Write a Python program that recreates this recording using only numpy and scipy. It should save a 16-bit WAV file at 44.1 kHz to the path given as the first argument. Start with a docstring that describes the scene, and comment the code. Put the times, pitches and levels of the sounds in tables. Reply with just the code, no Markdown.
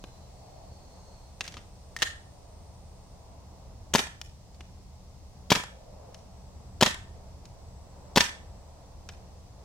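"""Airsoft rifle on a pine-edged lawn

A gas blowback rifle, left of the microphone, is loaded, charged and fired four times.
Each shot is a hammer blow, a pop of gas at the muzzle and the bolt slamming back and forward.
Near trunks scatter the sound and the tree line throws the pop back.
Far off, an engine hums, tyres roar on a road and insects sing under a faint, thin whine."""
import sys
import numpy as np
from scipy import signal
from scipy.fft import rfft, irfft, next_fast_len
from scipy.io import wavfile
from scipy.ndimage import map_coordinates

SR = 44100
rng = np.random.default_rng(int(sys.argv[2]) if len(sys.argv) > 2 else 0)


def int16_out(signal):
    """Quantize to a 16-bit WAV file."""
    q = np.round(np.clip(np.atleast_2d(signal).T, -1, 1) * 32767)
    wavfile.write(sys.argv[1], SR, q.astype(np.int16))


N = 425124
AGE_S = np.arange(SR // 4) / SR  # time since a blow

# modes of the hollow stock and barrel: pitch_hz, level_db, t60_s
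STOCK_MODES = [(150, -6.5, 0.035), (214, -1, 0.03), (392, -12, 0.16), (573, -5, 0.021), (680, -15, .05),
               (895, -1.5, .05)]
# spectrum of small parts striking: frequency_hz, level_db
TICK_SPECTRUM = [(100, -15.5), (400, -6.5), (1200, -4), (2400, 0.5), (3200, 2.5), (4300, -1), (6400, -2),
                 (8500, -15), (12000, -23), (16000, -28.5)]
# how alike the background is on the microphone's two sides: frequency_hz, correlation
AMBIENT_LIKENESS = [(60, 0.96), (150, 0.71), (380, 0.72), (950, 0.47), (2380, -0.0028), (5980, -0.29),
                    (15000, 0.32)]


def firing():
    """The hammer falls, gas pops from the muzzle and the bolt recoils into its rear stop."""
    # the shots: pop_s, pop_db, hammer_lead_s, hammer_db, hammer_t60_s, recoil_db
    shots = [(3.9503, -8, .0111, -12.5, 0.015, -12.5), (5.518, -5.5, .0136, -15.5, 0.041, -14),
             (6.8251, -5.5, .014, -15.5, 0.037, -10.5), (8.1732, -6, .0131, -15, 0.039, -12)]
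    # spectra of a heavy blow, the gas and the tree line's echo: frequency_hz, level_db
    slam_spectrum = [(60, -16), (200, 4), (700, 4.5), (1500, 0), (2300, -5.5), (3000, 4), (4200, -0.5),
                     (6600, -0.5), (8500, -18), (12000, -16), (16000, -24.5)]
    gas_spectrum = [(100, -8), (600, -7.5), (950, -3.5), (2500, 1.5), (5000, -1.5), (7000, -8.5),
                    (9000, -14), (16000, -21.5)]
    tree_line_spectrum = [(150, -2.5), (600, -7.5), (900, 4.5), (1300, -4.5), (3300, -4.5), (7000, -9.5),
                          (16000, -27.5)]
    pop_lead_s, recoil_s, tree_line_s = .001, .0059, .1195
    out = np.zeros((2, N))
    for pop_s, pop_db, hammer_lead_s, hammer_db, hammer_t60, recoil_db in shots:
        strike_s = pop_s - hammer_lead_s
        sear = clatter(TICK_SPECTRUM, t60=.04, alike=.7, spike=.5)
        add(out, strike_s - .003, amp(hammer_db - 18.5) * sear)
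        tilt_db = hammer_db + 15.5  # harder is brighter
        impact = clatter(slam_spectrum, hammer_t60, alike=.99, spike=.91, tilt_db=tilt_db)
        hammer = amp(hammer_db) * (impact + amp(-20) * ring(STOCK_MODES, spread=.1))
        add(out, strike_s, hammer, pan_db=1.5)
        add(out, strike_s + .0053, amp(-7) * hammer)  # off the ground
        pop = amp(pop_db) * muzzle_pop(width_s=.00025, lead_s=pop_lead_s)
        add(out, pop_s - pop_lead_s, pop, pan_db=1.45)
        add(out, pop_s - pop_lead_s + .005, amp(-12) * pop)  # off the ground
        gas = clatter(gas_spectrum, t60=.067, alike=1, spike=.99)
        add(out, pop_s + .0004, amp(pop_db - 11.5) * gas, pan_db=3)
        # the muzzle points at the tree line, which throws the pop back
        echo = clatter(tree_line_spectrum, t60=.019, alike=.4, spike=.3)
        add(out, pop_s + tree_line_s, amp(pop_db - 27.5) * echo)
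        rear_stop = clatter(slam_spectrum, t60=.029, alike=.79, spike=.2)
        rear_stop += amp(-10.5) * receiver(spread=.77) + amp(-18) * ring(STOCK_MODES, spread=.1)
        add(out, pop_s + recoil_s, amp(recoil_db) * rear_stop, pan_db=-1)
    return out


def muzzle_pop(width_s, lead_s):
    """A smooth pulse of gas, followed by a slow swing back and the barrel's hoot."""
    # resonances of stock and barrel: pitch_hz, width_hz, level_db
    resonances = [(159, 73, -3), (227, 48, 1.5), (626, 23, -12), (966, 100, 13)]
    swing_hz = 130
    pulse = -np.exp(-.5 * ((AGE_S - lead_s) / width_s) ** 2)
    swing = lambda f: -f * f / (swing_hz ** 2 - f * f + 1.2j * f * swing_hz)
    hoot = lambda f: sum(amp(db) * 1j * f * width / (hz * hz - f * f + 1j * f * width)
                         for hz, width, db in resonances)
    return filtered(pulse, lambda f: swing(f) + hoot(f))


def bolt():
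    """The spring drives the bolt home: a first contact, then the lock that rings the receiver."""
    # the bolt closing: lock_s, lock_db, contact_lead_s, contact_db, tilt_db_per_octave
    closings = [(2.0256, -16.5, .0048, -19.5, .5), (3.991, -19.5, .0079, -24, -2),
                (5.5563, -22.5, .0039, -22.5, -1), (6.8619, -17.5, .0092, -26.5, -2.5),
                (8.2066, -13, .004, -32, 1.5)]
    out = np.zeros((2, N))
    for lock_s, lock_db, lead_s, contact_db, tilt_db in closings:
        contact = clatter(TICK_SPECTRUM, t60=.025, alike=.2, spike=.48, tilt_db=tilt_db + .5)
        contact += amp(-12) * receiver(spread=.6)
        add(out, lock_s - lead_s, amp(contact_db) * contact)
        lock = clatter(TICK_SPECTRUM, t60=.05, alike=.2, spike=.28, tilt_db=tilt_db)
        lock += amp(-8.5) * receiver(spread=.6) + amp(-23.5) * ring(STOCK_MODES, spread=.1)
        add(out, lock_s, amp(lock_db) * lock, pan_db=-2.7)
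    return out


def receiver(spread):
    """The metal body rings, cut short by the shooter's grip."""
    # modes of the receiver and buffer tube before the grip damps them: pitch_hz, level_db, t60_s
    metal_modes = [(867, -17.5, .06), (1340, -12.5, 0.055), (1660, -5.5, 0.054), (1800, -2, .04),
                   (1810, 2.5, 0.077), (1950, -4.5, 0.02), (2252, -9.5, 0.16), (2800, -6.5, .04),
                   (3230, -11.5, .05), (3410, -3.5, 0.05), (3920, -10, 0.056), (4970, -17.5, 0.042),
                   (6350, -15, .05)]
    return ring(metal_modes, spread) * fade(t60=.06)


def handling():
    """Parts click into place; while they slide, they give runs of faint ticks."""
    # magazine, charging handle and trigger reset:
    # start_s, level_db, t60_s, tilt_db_per_octave, pitch_hz, ring_db
    clicks = [(.04, -35, 0.027, -7, 3950, -12), (1.408, -26.5, 0.038, -1, 2670, 1.5),
              (1.478, -33, 0.036, 2, 3600, -10), (1.541, -40, 0.037, -3, 3380, -5),
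              (1.569, -41.5, 0.08, -3, 1210, 1.5), (1.9647, -34.5, 0.04, 9, 1860, 8),
              (4.2146, -31.5, 0.019, 2.5, 5900, -12.5), (4.6074, -39.5, 0.0224, -4, 2870, -7.5),
              (6.145, -42, 0.028, 1, 5050, -12), (7.4546, -46.5, 0.026, 5, 4530, -5),
              (9.0895, -37.5, 0.044, -2.5, 2506, -11.5)]
    # sliding parts: start_s, end_s, level_db, pitch_hz, ring_db
    slides = [(1.441, 1.475, -47, 2250, -5), (1.522, 1.53, -49.5, 3140, -10), (1.989, 2.018, -43, 1840, -5),
              (4.32, 4.32, -53.5, 4000, -12), (4.543, 4.55, -57, 4650, 1)]
    gap_s, jitter_s, scatter_db = .0115, .001, .5
    out = np.zeros((2, N))
    for start_s, db, t60, tilt_db, hz, ring_db in clicks:
        add(out, start_s, amp(db) * click(t60, tilt_db, hz, ring_db), pan_db=.1)
    for start_s, end_s, db, hz, ring_db in slides:
        for tick_s in np.arange(start_s, end_s, gap_s):
            late, softer = rng.standard_normal(2)
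            tick = click(t60=.051, tilt_db=5, hz=hz, ring_db=ring_db)
            add(out, tick_s + jitter_s * late, amp(db - scatter_db * softer) * tick, pan_db=-4.5)
    return out


def click(t60, tilt_db, hz, ring_db):
    """A small part snaps and rings in a cluster of modes, damped by the hand."""
    part = ring([(hz, 0, .032), (1.09 * hz, -6, .022), (.73 * hz, -9, .02)], spread=.4)
    return clatter(TICK_SPECTRUM, t60, alike=.76, spike=.5, tilt_db=tilt_db) + amp(ring_db) * part


def clatter(spectrum, t60, alike, spike, tilt_db=0):
    """A hard onset, then a dense rattle dying away; long waves reach left and right alike."""
    knee_hz = 9150  # the tilt, in dB per octave, levels off above this
    colour = lambda hz: along(spectrum, hz) + tilt_db * np.log2((hz + 43) / (hz + knee_hz))
    likeness = lambda hz: alike + (1 - alike) / (1 + (hz / 1100) ** 2)
    return noise(colour, likeness, len(AGE_S)) * (fade(t60) + spike * fade(.003))


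def ring(modes, spread):
    """Each blow rings the modes at new strengths; each reaches left and right at its own phase."""
    hz, db, t60 = np.transpose(modes)[:, :, None]
    uneven_db, detune, skew = rng.standard_normal((3, len(modes), 1))
    envelopes = amp(db + uneven_db) * fade(t60)
    phase = 2 * np.pi * hz * (1 + .012 * detune) * AGE_S
    return np.array([-(envelopes * np.sin(phase + side * spread * skew)).sum(0) for side in (-1, 1)])


def from_left(gun):
    """The microphone's right side hears the rifle later and with less treble."""
    lag_s, shade_db = 2.2e-5, 3.5
    side = np.array([[1], [-1]])
    delay = lambda hz: np.exp(1j * np.pi * hz * lag_s * side)
    shade = lambda hz: amp(side * shade_db * hz / (hz + 9000))
    return filtered(gun, lambda hz: delay(hz) * shade(hz))


def pines(gun):
    """Trunks and brush scatter a soft tail that swells after the blow, with a few distinct echoes."""
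    # decay among the trees: frequency_hz, t60_s
    decay_times = [(100, 0.19), (600, 0.3), (1800, 0.38), (4000, 0.38), (8000, .32), (15000, 0.12)]
    # colour of the scattered tail: frequency_hz, gain_db
    scatter_spectrum = [(80, -4.5), (250, -9.5), (600, -9), (1250, 1), (1780, 4), (2300, -0.5), (2800, -4),
                        (3350, 0), (3900, -4.5), (5000, -3.5), (6400, -1.5), (9000, 9), (15000, 8.5)]
    # echoes off near trunks: delay_s, relative_db, t60_s, tilt_db_per_octave
    trunk_echoes = [(0.034, -15, .012, 0.5), (0.045, -15, 0.015, -1.5), (.056, -16, .02, 2),
                    (.081, -19.5, 0.013, 1)]
    echo_spectrum = [(100, -9), (900, -2.5), (7000, -1), (16000, -4.5)]  # frequency_hz, level_db
    likeness = [(150, .8), (700, .1), (2000, -.4), (8000, 0)]  # frequency_hz, correlation
    mono, out = gun.mean(0), np.zeros((2, N))
    for stretch in np.array_split(np.arange(N), 8):  # each has its own random tail
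        hiss = noise(lambda hz: 0 * hz, lambda hz: along(likeness, hz), SR * 3 // 4)
        hz, t, bands = signal.stft(hiss, SR, nperseg=256)
        swell = 1 - np.exp(-(t / .026) ** 3)
        decay = np.exp(-np.log(1000) * t / along(decay_times, hz)[:, None])
        tail = signal.istft(bands * swell * decay, SR, nperseg=256)[1]
        tail = filtered(tail / np.linalg.norm(tail[0]), lambda hz: amp(along(scatter_spectrum, hz)))
        for delay_s, db, t60, tilt_db in trunk_echoes:
            echo = clatter(echo_spectrum, t60, alike=0, spike=.92, tilt_db=tilt_db)
            add(tail, delay_s, amp(db + 9) * echo / np.linalg.norm(echo[0]))
        scattered = signal.fftconvolve(mono[stretch][None], tail, axes=1)
        add(out, stretch[0] / SR, amp(-13.5) * scattered, pan_db=-1.5)
    return out


def engine():
    """A far engine: its rumble and its wavering hum rise and fall together."""
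    # the engine's rise and fall: time_s, relative_db
    levels = [(0.0, -50.5), (0.32, -51.5), (3.44, -51.5), (3.92, -49.5), (4.45, -52), (5.58, -50),
              (5.88, -53), (6.5, -49), (9.64, -51)]
    # its rumble and the tones of its hum: frequency_hz, level_db
    rumble_spectrum = [(12, -31), (20, -4.5), (80, 0.5), (129, -8), (152, -12), (189, -9), (214, -18.5),
                       (236, -14.5), (264, -23.5), (289, -20.5), (400, -27), (520, -53.5), (880, -120)]
    hum_tones = [(73, -57.5), (124, -63), (186, -65.5)]
    level_db = curve(levels)
    out = amp(level_db + .96 + .8 * wobble(6)) * ambience(rumble_spectrum)
    for hz, db in hum_tones:
        phase = 2 * np.pi * np.cumsum(hz * (1 + .01003 * wobble(2.7))) / SR
        tone_db = db + level_db - level_db.mean() + .85 * wobble(1.6)
        out += amp(tone_db) * np.sqrt(2) * np.sin(phase)
    return out


def traffic():
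    """A far road, with a tyre roar as single vehicles pass."""
    # the road's rise and fall: time_s, relative_db
    levels = [(0.0, -59.5), (0.59, -58.5), (1.1, -59), (4.0, -59.5), (4.24, -62), (5.29, -61.5),
              (5.98, -57), (6.44, -58.5), (7.89, -57.5), (8.16, -55), (8.46, -58), (9.64, -58.5)]
    # the road from a distance: frequency_hz, level_db
    road_spectrum = [(150, -32.5), (250, -10), (263, -12), (289, -3.5), (314, -11), (434, -4), (657, -0.5),
                     (966, -5.5), (1460, -19), (3000, -30), (3900, -55.5), (6600, -120)]
    # swells of tyre noise: start_s, end_s, pitch_hz, level_db
    passes = [(0.423, 0.664, 714, -55), (2.3, 2.55, 654, -62), (3.25, 3.45, 950, -63),
              (5.797, 6.158, 596, -56)]
    road = amp(curve(levels) + 1.27 + .67 * wobble(6.1)) * ambience(road_spectrum)
    tyres = sum(amp(db) * narrow_band(start, end, hz, width_hz=260) for start, end, hz, db in passes)
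    return road + tyres


def insects():
    """Many far insects, each on its own narrow pitch, settle to a steady chorus; a few sing alone."""
    # the chorus: frequency_hz, level_db
    chorus_spectrum = [(1180, -24.5), (2000, -3.5), (2500, -5), (2610, -4.5), (3540, -2), (4530, 0),
                       (5900, 0.5), (6960, -2.5), (8140, -5), (13900, -18.5), (14400, -19)]
    # single insects: start_s, end_s, pitch_hz, width_hz, relative_db
    songs = [(0, .2, 4060, 130, -71), (.3, 1.25, 4450, 320, -73.5), (.85, 1.25, 4220, 220, -71.5),
             (.9, 1.15, 6420, 350, -73), (.8, 1.3, 8100, 300, -78), (1.3, 3.2, 8700, 1400, -77),
             (6.35, 7.1, 7930, 180, -80), (7.6, 8.75, 7920, 180, -78.5)]
    pitches_hz = np.arange(0, SR // 2, 22)
    voices_db = 2.1 * rng.standard_normal(len(pitches_hz))
    colour = lambda hz: along(chorus_spectrum, hz) + np.interp(hz, pitches_hz, voices_db)
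    chorus = noise(colour, lambda hz: along(AMBIENT_LIKENESS, hz), N)
    chorus_db = curve([(0, -62), (2.8, -64)])
    singles = sum(amp(db + 2.5) * narrow_band(start, end, hz, width_hz)
                  for start, end, hz, width_hz, db in songs)
    return amp(chorus_db) * chorus + singles


def whine():
    """A very faint, thin whine high above the insects."""
    return amp(-89) * narrow_band(0, N / SR, hz=14780, width_hz=160)


def ambience(spectrum):
    """Steady noise from all round the lawn."""
    return noise(lambda hz: along(spectrum, hz), lambda hz: along(AMBIENT_LIKENESS, hz), N)


def narrow_band(start_s, end_s, hz, width_hz):
    """A narrow band of noise that fades in, holds and fades out."""
    swell = curve([(start_s - .25, 0), (start_s + .1, 1), (end_s - .1, 1), (end_s + .25, 0)])
    colour = lambda f: -20 * np.log10(1 + (2 * (f - hz) / width_hz) ** 4)
    return swell * noise(colour, lambda f: .2, N)


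def noise(colour, alike, size):
    """Stereo noise of rms 1; colour (dB) and left-right likeness are functions of frequency."""
    angle = lambda hz: np.arccos(np.clip(alike(hz) + 0 * hz, -1, 1)) / 2
    response = lambda hz: amp(colour(hz)) * [np.cos(angle(hz)), np.sin(angle(hz))]
    mid, side = filtered(rng.standard_normal((2, size)), response)
    stereo = np.array([mid + side, mid - side])
    return stereo / np.sqrt(np.mean(stereo ** 2) + 1e-20)


def filtered(x, response):
    """Pass x through a frequency response."""
    n = x.shape[-1]
    padded = next_fast_len(n + SR // 10)
    return irfft(rfft(x, padded) * response(np.fft.rfftfreq(padded, 1 / SR)), padded)[..., :n]


def amp(db):
    """Decibels to gain."""
    return 10 ** (np.asarray(db) / 20)


def along(points, hz):
    """Join (frequency_hz, value) points on a log frequency axis."""
    knots_hz, values = np.transpose(points)
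    return np.interp(np.log(hz + 1), np.log(knots_hz + 1), values)


def curve(points):
    """Join (time_s, value) points with straight lines, one value per sample."""
    return np.interp(np.arange(N) / SR, *np.transpose(points))


def wobble(rate):
    """A smooth random curve, rate knots a second."""
    return map_coordinates(rng.standard_normal(N // 100), [np.arange(N) * rate / SR], mode="wrap")


def fade(t60):
    """A decay of 60 dB in t60 seconds."""
    return np.exp(-np.log(1000) * AGE_S / t60)


def add(track, start_s, sound, pan_db=0):
    """Mix a sound into the track; positive pan_db is to the left."""
    part = track[:, max(round(start_s * SR), 0):][:, :sound.shape[-1]]
    part += (sound * amp([[pan_db / 2], [-pan_db / 2]]))[:, :part.shape[1]]


def scene():
    """The rifle, its echoes among the pines and the distant background."""
    blows, clicks = firing() + bolt(), handling()
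    shielded = amp(-1) * clicks  # the shooter's body shields the small clicks from the trees
    rifle = from_left(blows + clicks) + pines(blows + shielded)
    return rifle + engine() + traffic() + insects() + whine()


def record(dry):
    """The recorder rounds off the highest peaks and keeps nothing above its band limit."""
    top_hz = 15950
    rounded = dry / (1 + np.abs(dry) ** 6) ** (1 / 6)
    return filtered(rounded, lambda hz: hz < top_hz)


dry = scene()
out = record(dry)
int16_out(out)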